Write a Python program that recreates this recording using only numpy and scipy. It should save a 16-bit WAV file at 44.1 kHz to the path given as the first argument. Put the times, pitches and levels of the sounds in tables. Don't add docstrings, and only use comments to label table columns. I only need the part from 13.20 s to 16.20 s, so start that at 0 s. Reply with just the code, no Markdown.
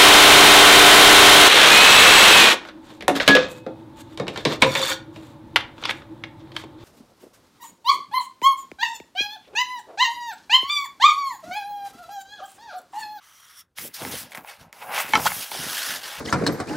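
import sys
import numpy as np
from scipy import signal
from scipy.io import wavfile
from scipy.ndimage import uniform_filter1d

SR = 44100
rng = np.random.default_rng(int(sys.argv[2]) if len(sys.argv) > 2 else 0)


def transcribe(signal):
    frames = np.atleast_2d(signal).T
    limited = np.clip(frames, -1, 1)
    pcm = np.round(limited * 32767).astype(np.int16)
    wavfile.write(sys.argv[1], SR, pcm)


def ratio_of_db(decibels):
    return 10 ** (np.asarray(decibels, float) / 20)


N = 132300

# f/Hz, density/dB (relative)
FLOOR_SPECTRUM = [(24, -51), (40, -0.5), (185, -17), (1240, -34), (16000, -46)]
FLOOR_DB = -71.5

# t/s, level/dB, brightness/(dB/octave)
WOBBLE_COURSE = [(0, -79, 1), (.36, -89, -15), (.39, -64.5, -12), (.55, -90, 5), (.59, -57.5, -10),
                 (.65, -39, 2), (.76, -74.5, 2), (.82, -41, -0.5), (.945, -41, 1), (.99, -53.5, -5),
                 (1.06, -50, 1), (1.12, -59, 6.3), (1.19, -50, -0.5), (1.27, -60, 7), (1.36, -75, 0),
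                 (1.4, -46, -10), (1.48, -47.5, -11), (1.51, -65.5, 1), (1.91, -47, 0), (1.96, -28, -1),
                 (2.1, -41.5, -9.5), (2.28, -53.5, 8.5), (2.39, -41, -2.5), (2.65, -48.5, 12),
                 (2.69, -45, 0.5), (2.87, -56, 3.5), (2.94, -82, -2), (3, -29.5, -12)]
# f/Hz, density/dB (relative)
WOBBLE_SPECTRUM = [(40, -8.5), (200, 0.7), (400, -4.5), (600, -4.5), (1000, -29.5), (1500, -43)]
KNOCKS_PER_S, KNOCK_SPREAD_DB, WOBBLE_PATCH_DB = 500, 3, 2.5

# t/s, level/dB, f/Hz
COVER_THUMPS = [(.816, -28, 340), (.849, -30, 260), (.872, -28, 240), (.886, -29, 200), (.941, -25, 520),
                (2.3165, -18, 870), (2.348, -25, 680)]
THUMP_CYCLES_PER_20DB = 6

SQUEEZE_START_S, SQUEEZE_LENGTH_S, SQUEEZE_DB = 2.0565, .022, -17
SQUEEZE_FROM_HZ, SQUEEZE_TO_HZ, SQUEEZE_WIDTH_HZ = 850, 1480, 250
SQUEEZE_STEADY = 2.2
SQUEEZE_BEND = 9
SQUEEZE_HISS_DB = -20

# f/Hz, level/dB, t60/s (at ring share 1)
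PAGE_MODES = [(845, -4, 0.045), (1090, -7, 0.03), (1380, -5, 0.037), (1730, -6, 0.03), (2150, -2, 0.04),
              (2590, -12, 0.025), (3130, -10, 0.022), (4165, -15, 0.012), (5900, -14, 0.009)]
MODE_RISE_S, PAGE_LOW_HZ = 0.00012, 600

# t/s, ring peak/dB, dullness/(dB/octave)
PAGE_SNAPS = [(.585, -21, -4), (.821, -24, 3), (.85, -20, -1), (1.1195, -29, 0), (1.125, -35, -2),
              (1.133, -37, 0), (1.1485, -23, 0), (1.154, -31, -3), (1.174, -24, 1), (1.1795, -33, -2),
              (1.208, -36, 9), (1.247, -30, 9), (1.528, -32, -4), (1.778, -15, 4), (1.801, -14, -1),
              (1.935, -4, -.5), (1.9535, -4, -2), (1.977, -14, 12), (1.997, -18, 12), (2.118, -17, 2),
              (2.316, -23, -2), (2.349, -25, 6)]
SNAP_RING_SHARE, RING_SHARE_PER_DB = 1.45, 0.06
SNAP_DETUNE, SNAP_RATTLE, RATTLE_DECAY_S = .02, .07, .005
CRACK_DB, CRACK_DECAY_S, CRACK_TOP_HZ = -21.0206, .0007, 12000
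CRACK_DB_PER_DB = -.6

# t/s, level/dB, dullness/(0-1)
BEND_COURSE = [(.55, -83, 0.47), (.6, -44, 0), (.73, -58.5, 0), (.81, -38, 0.74), (.96, -39, 0.37),
               (1.1, -56, 0.6), (1.18, -39.5, 0.73), (1.235, -55, 0.7), (1.29, -38.5, 0.42),
               (1.38, -54.5, 0.6), (1.44, -50, 1), (1.52, -62.5, 0.8), (1.535, -50, 0.84),
               (1.6, -46.5, 0.54), (1.625, -34, 0.53), (1.66, -41.5, 1), (1.7, -32.5, 0.85),
               (1.78, -23, 0.28), (1.86, -35.5, 0.26), (1.93, -37, 0.33), (1.97, -27.5, 1),
               (2.04, -34, 0.74), (2.11, -34, 0.34), (2.3, -49.5, 0.7), (2.37, -41.5, 0.74),
               (2.8, -47.5, 0.85), (3, -37, 0.3)]
CRACKLES_PER_S, CRACKLE_SPREAD_DB = 4800, 2.5
CRACKLE_RING_SHARE, CRACKLE_DETUNE = 0.26, 0.22
DULL_DB_PER_OCT, BRIGHT_DB_PER_OCT = 12.5, -5

# t/s, level/dB, brightness/(dB/octave)
SLIDE_COURSE = [(0, -60, -5), (.04, -53.5, 1.5), (.35, -51, 1.5), (.405, -43.5, 5.5), (.43, -65, -3),
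                (.47, -79.5, -9), (.548, -87, -11), (.56, -57, 1), (.58, -37, 1.5), (.6, -33.5, 8),
                (.68, -35, 8.5), (.695, -50, 20), (.73, -62, 4), (.742, -33, 5.5), (.78, -39, 2.5),
                (.91, -35.5, 9), (.925, -33, 3), (1.02, -37, 5.5), (1.09, -60, -2), (1.115, -48, 6),
                (1.142, -52, -5), (1.152, -42.5, 8), (1.19, -46.5, 14), (1.23, -51, 27), (1.3, -44, 1.5),
                (1.38, -62, 2), (1.41, -46, -1), (1.46, -68, 3), (1.52, -81, -2), (1.53, -56, 2.5),
                (1.71, -41.5, 13), (1.76, -32.5, 1.5), (1.81, -26, 6.5), (1.85, -39.5, 11.5),
                (1.93, -39, 2), (1.955, -25.5, -5.5), (1.98, -35, 2.5), (2.04, -31, 7), (2.07, -20.5, -0.9),
                (2.09, -31.5, 9), (2.24, -31.5, 3), (2.29, -41, 2), (2.312, -39.5, 6.5), (2.32, -33.5, 1.5),
                (2.71, -27.5, 1.05), (2.77, -33.5, 0), (2.81, -44, 1), (2.85, -35, -1), (3, -41, 1.5)]
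# f/Hz, density/dB (relative)
SLIDE_SPECTRUM = [(180, -23), (300, -14.5), (870, -7), (1610, -1), (2360, -7.5), (3460, -6), (7800, -11),
                  (10500, -7.5), (16000, -14)]
# f at t=0/Hz, f at UNCURL_S/Hz, width/Hz, lift/dB
CURLED_AIR = [(1150, 1250, 350, 11), (2150, 1950, 350, 8), (2950, 3500, 350, 13), (6050, 5500, 500, 14)]
# f/Hz, width/Hz, lift/dB
FLAT_AIR = [(1620, 330, 4.5), (3115, 1030, 6.5), (5360, 2500, 6)]
UNCURL_S, FLAT_S = .42, .55
SLIPS_PER_S, SLIP_SPREAD_DB = 7000, 1.5
SLIDE_FLICKER_DB, SLIDE_PATCH_DB = 1.2, 1.8

ROOM_T60_S, ROOM_DB = .1, -13
MIC_LOW_HZ, EDGE_HZ = 78, 15750


def evened(x):
    return x / np.sqrt(np.mean(x ** 2) + 1e-20)


def read(points, hz):
    f, value = np.transpose(points)
    return np.interp(np.log(hz + 1), np.log(f + 1), value)


def curve(rows, t, axis=1):
    rows = np.array(rows)
    return np.interp(t, rows[:, 0], rows[:, axis])


def add(mix, s, sound):
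    part = mix[round(s * SR):][:len(sound)]
    part += sound[:len(part)]


def clicks(per_s, spread_db):
    size = ratio_of_db(spread_db * np.minimum(rng.exponential(1, N), 5))
    size = size * rng.choice([-1., 1.], N)
    return evened(size * (rng.random(N) < per_s / SR))


def coloured(x, field_db, size, patch_db):
    hz, t, z = signal.stft(x, SR, nperseg=size, noverlap=size * 3 // 4)
    patches = uniform_filter1d(rng.standard_normal(z.shape), size=5, axis=0)
    patches = uniform_filter1d(patches, size=20, axis=1)
    gain = ratio_of_db(field_db(hz[:, None], t) + patch_db * evened(patches))
    gain = gain / np.sqrt(np.mean(gain ** 2, axis=0) + 1e-20)
    return signal.istft(z * gain, SR, nperseg=size, noverlap=size * 3 // 4)[1][:N]


def floor():
    hiss = coloured(rng.standard_normal(N), lambda hz, t: read(FLOOR_SPECTRUM, hz) + 0 * t,
                    size=1024, patch_db=1.5)
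    return evened(hiss) * ratio_of_db(FLOOR_DB)


def wobble():
    def field_db(hz, t):
        tilt_db = curve(WOBBLE_COURSE, t, axis=2) * np.log2(hz / 200 + 0.24)
        return read(WOBBLE_SPECTRUM, hz) + tilt_db
    knocks = clicks(KNOCKS_PER_S, KNOCK_SPREAD_DB)
    low = coloured(knocks, field_db, size=1024, patch_db=WOBBLE_PATCH_DB)
    return evened(low) * ratio_of_db(curve(WOBBLE_COURSE, np.arange(N) / SR))


def thumps():
    out, t = np.zeros(N), np.arange(3000) / SR
    for s, db, hz in COVER_THUMPS:
        decay = ratio_of_db(db - 20 * hz * t / THUMP_CYCLES_PER_20DB)
        add(out, s, decay * np.sin(2 * np.pi * hz * t) * np.minimum(hz * t, 1))
    return out


def squeeze():
    u = np.arange(0, 1, 1 / (SR * SQUEEZE_LENGTH_S))
    jump = .5 + .5 * np.tanh(SQUEEZE_BEND * (u - .5))
    hz = SQUEEZE_FROM_HZ * (SQUEEZE_TO_HZ / SQUEEZE_FROM_HZ) ** jump
    carrier = np.exp(2j * np.pi * np.cumsum(hz) / SR)
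    r = np.exp(-np.pi * SQUEEZE_WIDTH_HZ / SR)
    air = rng.standard_normal(len(u))
    unsteady = evened(signal.lfilter([1 - r], [1, -r], air))
    tone = (carrier * (SQUEEZE_STEADY + unsteady)).real
    puff = signal.lfilter(*signal.butter(2, 7000 / (SR / 2)), air)
    sound = evened(tone) + ratio_of_db(SQUEEZE_HISS_DB) * evened(puff)
    out = np.zeros(N)
    add(out, SQUEEZE_START_S, ratio_of_db(SQUEEZE_DB) * np.sin(np.pi * u) ** 0.059 * sound)
    return out


def ring(detune, slope_db, share):
    t = np.arange(2000) / SR
    total = np.zeros(len(t))
    for k, ((hz, db, t60), d) in enumerate(zip(PAGE_MODES, detune)):
        level_db = db - slope_db * np.log2(hz / 1300)
        decay = ratio_of_db(level_db - 60 * t / (t60 * max(share, .05)))
        total += (-1) ** k * decay * np.sin(2 * np.pi * hz * d * t)
    return (1 - np.exp(-t / MODE_RISE_S)) * total


def snaps():
    out, t = np.zeros(N), np.arange(800) / SR
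    draws = rng.standard_normal((len(PAGE_SNAPS), 1600 + len(PAGE_MODES)))
    edge = signal.butter(3, CRACK_TOP_HZ, fs=SR)
    for (s, db, dull_db), d in zip(PAGE_SNAPS, draws):
        share = np.clip(SNAP_RING_SHARE + RING_SHARE_PER_DB * db, .2, 1.5)
        rattle = SNAP_RATTLE * d[:800] * np.exp(-t / (RATTLE_DECAY_S * share))
        modes = ring(1 + SNAP_DETUNE * d[1600:], dull_db, share)
        snap = signal.fftconvolve(rattle + (t == 0), modes)
        add(out, s, ratio_of_db(db) * snap / abs(snap).max())
        crack = signal.lfilter(*edge, d[800:1600]) * np.exp(-t / CRACK_DECAY_S)
        add(out, s, ratio_of_db(db + CRACK_DB + CRACK_DB_PER_DB * db - dull_db) * crack)
    return out


def bend():
    drive, spot = clicks(CRACKLES_PER_S, CRACKLE_SPREAD_DB), rng.integers(0, 12, N)
    detunes = 1 + CRACKLE_DETUNE * rng.standard_normal((12, len(PAGE_MODES)))

    def crackle(slope_db):
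        spots = [signal.oaconvolve(drive * (spot == k), ring(d, slope_db, CRACKLE_RING_SHARE))[:N]
                 for k, d in enumerate(detunes)]
        return evened(sum(spots))
    t = np.arange(N) / SR
    dull = np.clip(curve(BEND_COURSE, t, axis=2), 0, 1)
    mixed = dull * crackle(DULL_DB_PER_OCT) + (1 - dull) * crackle(BRIGHT_DB_PER_OCT)
    return mixed * ratio_of_db(curve(BEND_COURSE, t)) * (t > BEND_COURSE[0][0])


def slide():
    def peak_db(hz, centre, width, lift_db):
        return lift_db / (1 + (2 * (hz - centre) / width) ** 2)

    def field_db(hz, t):
        curled = sum(peak_db(hz, a + (b - a) * t / UNCURL_S, w, db) for a, b, w, db in CURLED_AIR)
        flat = sum(peak_db(hz, f, w, db) for f, w, db in FLAT_AIR)
        curl = np.interp(t, [UNCURL_S, FLAT_S], [1, 0])
        tilt_db = curve(SLIDE_COURSE, t, axis=2) * np.log2(hz / 5000 + 0.053)
        return read(SLIDE_SPECTRUM, hz) + curl * curled + (1 - curl) * flat + tilt_db
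    slips = clicks(SLIPS_PER_S, SLIP_SPREAD_DB)
    hiss = coloured(slips, field_db, size=256, patch_db=SLIDE_PATCH_DB)
    flicker = evened(uniform_filter1d(rng.standard_normal(N), size=300))
    level_db = curve(SLIDE_COURSE, np.arange(N) / SR) + SLIDE_FLICKER_DB * flicker
    return evened(hiss) * ratio_of_db(level_db)


def room(x):
    t = np.arange(6000) / SR
    echoes = rng.choice([-1., 1.], 6000) * (rng.random(6000) < .05)
    tail = echoes * ratio_of_db(-60 * t / ROOM_T60_S) * (t > .003)
    return x + ratio_of_db(ROOM_DB) * signal.oaconvolve(x, tail / np.linalg.norm(tail))[:N]


def scene():
    high = signal.butter(3, PAGE_LOW_HZ, "high", fs=SR, output="sos")
    page = signal.sosfilt(high, bend() + snaps() + squeeze())
    mono = room(slide() + page + thumps()) + wobble() + floor()
    return np.array([mono, mono])


def top_cut(x):
    return signal.sosfilt(signal.butter(12, 16960, fs=SR, output="sos"), x)


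def record(dry):
    high = signal.butter(3, MIC_LOW_HZ, "high", fs=SR, output="sos")
    thin = signal.sosfilt(high, dry)
    edge = signal.firwin(511, EDGE_HZ, window=("kaiser", 9), fs=SR)
    mix = signal.oaconvolve(thin, edge[None], "same")
    return top_cut(mix)


dry = scene()
out = record(dry)
transcribe(out)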